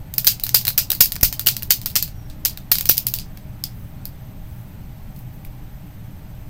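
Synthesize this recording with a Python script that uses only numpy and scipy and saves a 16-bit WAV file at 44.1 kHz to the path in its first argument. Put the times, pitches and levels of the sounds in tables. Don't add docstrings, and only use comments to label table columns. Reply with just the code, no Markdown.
import sys
import numpy as np
from scipy import signal
from scipy.fft import rfft, irfft
from scipy.io import wavfile
from scipy.ndimage import uniform_filter1d

SR = 44100
rng = np.random.default_rng(int(sys.argv[2]) if len(sys.argv) > 2 else 0)


def wav_out(sig):
    wavfile.write(sys.argv[1], SR, np.round(np.clip(np.atleast_2d(sig).T, -1, 1) * 32767).astype(np.int16))


N = 286209
NOISE_TOP_HZ = 15850


def gain_of(db):
    return 10 ** (np.asarray(db) / 20)


def evened(x):
    return x / np.sqrt(np.mean(x ** 2) + 1e-20)


def read_curve(points, hz):
    point_hz, value = np.transpose(points)
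    return np.interp(np.log(hz + 1), np.log(point_hz + 1), value)


def add(mix, start_s, sound):
    part = mix[round(start_s * SR):][:len(sound)]
    part += sound[:len(part)]


def coloured(points, patchy_db):
    hz = np.fft.rfftfreq(2048, 1 / SR)
    real, imaginary, patches = rng.standard_normal((N // 512 + 5, 1025, 3)).T
    patches = evened(uniform_filter1d(uniform_filter1d(patches, 6, 0), 6, 1))
    level_db = read_curve(points, hz)[:, None] + patchy_db * patches
    spectra = (real + 1j * imaginary) * gain_of(level_db) * (hz < NOISE_TOP_HZ)[:, None]
    return evened(signal.istft(spectra, nperseg=2048, noverlap=1536)[1][:N])


def fan():
    # frequency in Hz, relative density in dB per Hz.
    air_colour = [(8.8, -16), (15, 4.5), (32, -2), (49, -6.5), (118, -3.5), (207, -11), (239, -20),
                  (296, -19), (324, -36), (409, -25.5), (448, -34.5), (608, -27), (665, -41), (768, -25.5),
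                  (1100, -40), (1430, -67.5), (2420, -120)]
    # centre in Hz, width in Hz, RMS level in dB.
    hums = [(119.1, 5.6, -43), (299.8, 8, -57), (634, 23, -60.5), (6200, 49, -74.5)]
    t = np.arange(N) / SR
    out = gain_of(-35) * coloured(air_colour, patchy_db=1.5)
    for hz, width_hz, db in hums:
        pole = np.exp(-np.pi * width_hz / SR)
        noise = rng.standard_normal(N) + 1j * rng.standard_normal(N)
        drift = signal.lfilter([1 - pole], [1, -pole], noise)
        out += gain_of(db) * evened((drift * np.exp(2j * np.pi * hz * t)).real)
    return out


def microphone_hiss():
    # frequency in Hz, relative density in dB per Hz.
    hiss_colour = [(590, -6.5), (1000, -1), (2100, -3.5), (2240, -4), (2770, -6), (6830, -15.5),
                   (8280, -17), (10300, -14), (13000, -21)]
    return gain_of(-55) * coloured(hiss_colour, patchy_db=0.9)


def electronics():
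    # frequency in Hz, relative density in dB per Hz.
    top_hiss = [(11000, -37), (12500, -18.5), (13600, -5), (13950, -5), (14450, -4), (14700, -15),
                (15900, -29)]
    # multiple of the base pitch, RMS level in dB.
    whine = [(36, -84.5), (40, -81), (41, -86.5), (42, -85), (44, -74), (45, -75), (48, -79.5), (50, -78)]
    # frequency in Hz, RMS level while on in dB.
    pulsed_tones = [(8000, -70), (8683, -81), (13096, -66), (13790, -73)]
    whine_base_hz = 307.2
    pulses_per_s, pulse_middle_s, on_share = 16.7, 5.2816, 0.53
    t = np.arange(N) / SR

    hiss = gain_of(-58.5) * coloured(top_hiss, patchy_db=2.0)
    steady = sum(gain_of(db) * np.sin(2 * np.pi * (multiple * whine_base_hz * t + rng.random()))
                 for multiple, db in whine)
    pulsed = sum(gain_of(db) * np.sin(2 * np.pi * (hz * t + rng.random())) for hz, db in pulsed_tones)
    turn = ((t - pulse_middle_s) * pulses_per_s + 0.5) % 1 - 0.5
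    on = np.clip((on_share / 2 - abs(turn)) * 30 + 0.5, 0, 1)
    return hiss + np.sqrt(2) * (steady + on * pulsed)


def fingers():
    # start in seconds, length in seconds, held level in dB.
    rubs = [(3.7, 0.24, -58.5), (4.419, 0.29, -57.5), (4.67, .07, -63), (5.14, .1, -54), (5.32, .07, -58),
            (5.44, 0.049, -55)]
    # frequency in Hz, relative density in dB per Hz.
    rub_colour = [(3000, -36.5), (8000, -14), (11000, -8), (13500, -2.5), (15900, -4)]
    attack, release = 0.19, 0.4
    t, level = np.arange(N) / SR, np.zeros(N)
    for start_s, length_s, db in rubs:
        progress = (t - start_s) / length_s
        swell = np.minimum(progress / attack, (1 - progress) / release)
        level += gain_of(db) * np.clip(swell, 0, 1)
    return level * coloured(rub_colour, patchy_db=1.5)


def squeak():
    # start in seconds, length in seconds, base pitch in Hz, level in dB before the waver.
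    whistle = (2.09, .23, 5690, -63)
    sag_hz_per_s, drop_hz, drop_s, fade_s = 780, 280, 0.05, 0.03
    start_s, length_s, hz, db = whistle
    t, out = np.arange(0, length_s, 1 / SR), np.zeros(N)
    left_s = length_s - t
    pitch = hz - sag_hz_per_s * t - drop_hz * np.clip(1 - left_s / drop_s, 0, 1) ** 2
    fade = np.clip(np.minimum(t, left_s) / fade_s, 0, 1)
    waver = 1 + 0.65 * evened(uniform_filter1d(rng.standard_normal(len(t)), 600))
    phase = 2 * np.pi * np.cumsum(pitch + 20 * waver) / SR
    add(out, start_s, gain_of(db) * fade * waver * np.sin(phase))
    return out


def thump():
    # start in seconds, level in dB before shaping, fall time constant in seconds, rebound in Hz.
    puff = (1.2303, -4, .004, 28)
    start_s, db, fall_s, rebound_hz = puff
    t, out = np.arange(4000) / SR, np.zeros(N)
    push = 1.6 * (1 - np.exp(-t / 0.0008)) * np.exp(-t / fall_s)
    rebound = 0.35 * np.sin(2 * np.pi * rebound_hz * t) * np.exp(-t / 0.025)
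    add(out, start_s, gain_of(db) * (push - rebound))
    return out


LEAD = 256


def clack(band_levels_db, ring_hz, ring_db, echo_db):
    # frequency in Hz, relative density in dB per Hz.
    clack_colour = [(150, -43), (250, -30.5), (521, -21.5), (1190, -22.5), (1410, -17), (1900, -14.5),
                    (2650, -7.5), (3440, -7.5), (4970, -0.5), (5520, -4.5), (10700, -4.5), (12600, 1.5),
                    (13700, 6.5), (15500, 3), (16300, -20)]
    band_edges = (2000, 7500, 11000)
    room_t60 = (0.1, 0.17, 0.15, 0.14)
    spray_t60_s, ring_width_hz, lead_in_db, lead_in_s, build_s = 0.01, 300, -19.5, 0.0028, 0.0023
    size = 16384
    t, hz = np.arange(-LEAD, size - LEAD) / SR, np.fft.rfftfreq(size, 1 / SR)
    spray, lumps, echo, grain, modes = rng.standard_normal((5, size))

    lumps_db = 2.0 * evened(uniform_filter1d(lumps, 30))
    spray = spray * (t >= 0) * gain_of(lumps_db - 60 * t / spray_t60_s)
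    spray[LEAD] += 4.0
    echo = echo * gain_of(-2.5 * evened(uniform_filter1d(grain, 40)))

    ring = 1 + gain_of(ring_db) / (1 + 2j * (hz - ring_hz) / ring_width_hz)
    colour = gain_of(read_curve(clack_colour, hz)) * ring
    spray = rfft(spray) * colour
    echo = rfft(echo) * colour / abs(ring) ** 0.5 * (hz < NOISE_TOP_HZ)
    echo = echo * gain_of(2.2 * evened(uniform_filter1d(modes[:len(hz)], 30)))

    onset = np.clip(t * SR / 12 + 1, 0, 1)
    build = 1 - np.exp(-np.maximum(t, 0) / build_s)
    lead_in = gain_of(lead_in_db) * (t < 0) * np.clip(1 + t / lead_in_s, 0, 1)
    low_passes = [1 / (1 + (hz / edge) ** 12) for edge in band_edges]
    below = [0 * hz] + low_passes + [1 + 0 * hz]
    out = np.zeros(size)
    for k, db in enumerate(band_levels_db):
        band = below[k + 1] - below[k]
        direct = irfft(spray * band)
        loudest = np.sqrt(2 * uniform_filter1d(direct[:2048] ** 2, 66).max())
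        out += gain_of(db) * onset * direct / loudest
        tail = gain_of(echo_db - 60 * t / room_t60[k]) * build
        out += gain_of(db) * (tail + lead_in) * evened(irfft(echo * band))
    return out


def tube():
    # time in seconds, body peak level in dB, brightness (fizz over body) in dB, ring in Hz,
    # ring level in dB, weight (low knock over body) in dB, room echo in dB.
    clacks = [(0.1394, -26, 8, 4900, -17, -16, -15.5), (0.182, -11, 8, 4740, -23, -15.5, -16.5),
              (0.2462, -23.5, 13, 4330, -10, -8.5, -10), (0.2694, -4, 3, 6300, 2, -25, -12.5),
              (0.2743, -3, 6.5, 4760, 13.5, -13.5, -14.5), (0.321, -28, 8.5, 5200, -10, -13, -14),
              (0.398, -27.5, 3.5, 4290, -6, -16, -14.5), (0.4374, -17, 10.5, 4070, 14, -19.5, -16.5),
              (0.4666, -22, 3, 3860, -19, -10, -15), (0.4924, -19.5, 4, 6030, 3, -14, -15.5),
              (0.545, -9.5, 9.5, 6600, -14, -6, -10), (0.5476, -0.5, 2.5, 4940, 3, -21, -15.5),
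              (0.568, -31.5, 15.5, 4900, 11, -26, -6), (0.613, -27, 6, 5400, 5, -16, -14),
              (0.6523, -17.5, 4, 4280, -3, -13, -15), (0.67, -16.5, 2, 4030, 3, -11, -13),
              (0.6801, -12, 8, 4080, 29, -10, -15), (0.6885, -21.5, 7.5, 4100, 5, -11, -15),
              (0.704, -23.5, 3, 3910, 3, -6, -20), (0.7786, -6.5, 4, 5800, 9, -14.5, -11),
              (0.7836, -17, 13.5, 4700, -2, -14, -15), (0.7905, -19, -3.5, 4670, -5, -10, -17),
              (0.9035, -13.5, 9, 3860, 8, -14, -19), (0.9178, -11.5, 6.5, 3960, 2, -16, -17),
              (0.9301, -25.5, 0, 4140, -14, -1, -16), (0.9506, -27, 9.5, 4320, 34, -10, -12),
              (1.0072, 1.5, 6, 6700, 4, -15, -17.5), (1.0124, -4.5, 11, 5260, 18, -25, -12.5),
              (1.047, -26, 12, 4870, 15, -14, -18), (1.0577, -18, 7.5, 4680, 14, -17, -17),
              (1.1211, -16.5, 2, 4060, -25, -17.5, -17.5), (1.1255, -32.5, 15.5, 4310, -5, -14, -18),
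              (1.1564, -29, 10, 4500, -13, -7, -22), (1.1638, -22, -2, 4610, 0, -6, -19.5),
              (1.2113, -28, 10.5, 2130, 6, -13, -17), (1.231, -3.5, 3.5, 5730, 14, -14.5, -15),
              (1.233, -9, 10, 6350, 29, -11.5, -11), (1.2492, -18, 11, 4680, 20, -16, -16),
              (1.327, -21.5, 4.5, 4300, -11, -9.5, -12), (1.395, -18, 7, 4370, -8, -11, -15),
              (1.4122, -30, 7, 4570, 1, -12, -17), (1.4629, -19, 10, 3100, 11, -9.5, -7),
              (1.4702, -4.5, 6, 2970, 3, -15, -12.5), (1.474, -15, -10, 4700, 15, -10, -13),
              (1.4867, -9.5, 2, 4660, 8, -13.5, -15.5), (1.5671, -18.5, 3, 4440, -9, -16.5, -17),
              (1.6236, -29, 7.5, 2860, 19, -3.5, -25), (1.6317, -25, 9.5, 4020, -2, -13, -17.5),
              (1.7013, -32, 3, 5070, 3, -19, -16.5), (1.7061, -5, 7, 6240, 5, -12, -13.5),
              (1.712, -6.5, -9, 4350, 4, -15, -17.5), (1.7211, -15, 8, 4660, 10, -17, -14),
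              (1.8159, -29.5, 3, 3920, -4, -16, -12), (1.86, -15.5, 5.5, 4320, -19, -11.5, -14.5),
              (1.9013, -34, 7, 3920, 3, -16, -8.5), (1.956, -10, 1.5, 6000, -2, -13.5, -14),
              (1.9623, -7.5, 3.5, 4860, -16, -15, -12.5), (1.971, -16.5, 0, 4940, -1, -13, -12),
              (2.0259, -14.5, 6.5, 4360, 2, -19, -15.5), (2.0336, -39, -3, 4570, 14, -21, -15),
              (2.0783, -36.5, 3, 4250, 1, -10, -10), (2.3, -37, -6, 3650, 14, -10, -10.5),
              (2.451, -10, 2, 6460, 12, -18, -22), (2.4571, -9.5, 5.5, 5020, -11, -16.5, -14.5),
              (2.4968, -27.5, -1, 4700, 19, -20, -14), (2.5743, -28, 3.5, 3670, 23, -9, -16),
              (2.717, -4.5, 7, 4320, 1, -13.5, -14.5), (2.7219, -17, 21, 4600, 0, -10, -26),
              (2.7547, -15.5, 1, 4600, 13, -15, -13), (2.7849, -17.5, 7, 3840, -2, -16, -15.5),
              (2.8096, -17, 6, 4630, -19, -12, -17), (2.8563, -20, 7.5, 5150, -12, -15, -12),
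              (2.8908, -7, -1.5, 5800, 7, -19, -9.5), (2.8956, -9, 18, 4500, 19, -28, -17),
              (2.91, -15.5, 3.5, 5060, 5, -21, -16), (2.9153, -19, 1, 5030, 3, -13, -19),
              (2.9706, -24, 5, 2880, 0, -19, -7), (2.9796, -12, 7, 5240, 3, -26, -19.5),
              (2.9887, -30, 14, 5730, 3, -21, -13), (3.0683, -13.5, 9.5, 4760, -4, -24, -17),
              (3.0862, -27, 12, 6400, 9, -22, -16), (3.1391, -15.5, 7, 4430, 4, -17, -14.5),
              (3.1872, -22, 0, 4530, 10, -32, -21), (3.1965, -27, -6, 5010, 10, -28, -8.5),
              (3.3735, -38, 3, 3380, 10, -8, -14), (3.6393, -15, 0, 5100, 13, -27, -17.5),
              (4.0547, -28, 9, 4400, 21, -16, -16.5), (5.1633, -45, 4, 4240, 3, -14, -16),
              (5.1908, -51, 13, 2720, 5, -16, -16), (5.4494, -39.5, 4, 2270, 30, -15, -15)]
    out = np.zeros(N)
    for time_s, body_db, bright_db, ring_hz, ring_db, weight_db, echo_db in clacks:
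        edge_db = body_db - 7.5 + 0.13 * bright_db
        band_levels_db = (body_db + weight_db, body_db, edge_db, body_db + bright_db)
        add(out, time_s - LEAD / SR, clack(band_levels_db, ring_hz, ring_db, echo_db))
    return out


def scene():
    background = fan() + microphone_hiss() + electronics()
    handling = fingers() + squeak() + thump()
    return (background + handling + tube())[None]


def record(dry):
    clipped = dry / (1 + abs(dry) ** 6.0) ** (1 / 6.0)
    low_pass = signal.firwin(255, 16450, window=("kaiser", 8), fs=SR)
    return signal.oaconvolve(clipped, low_pass[None], "same")


dry = scene()
out = record(dry)
wav_out(out)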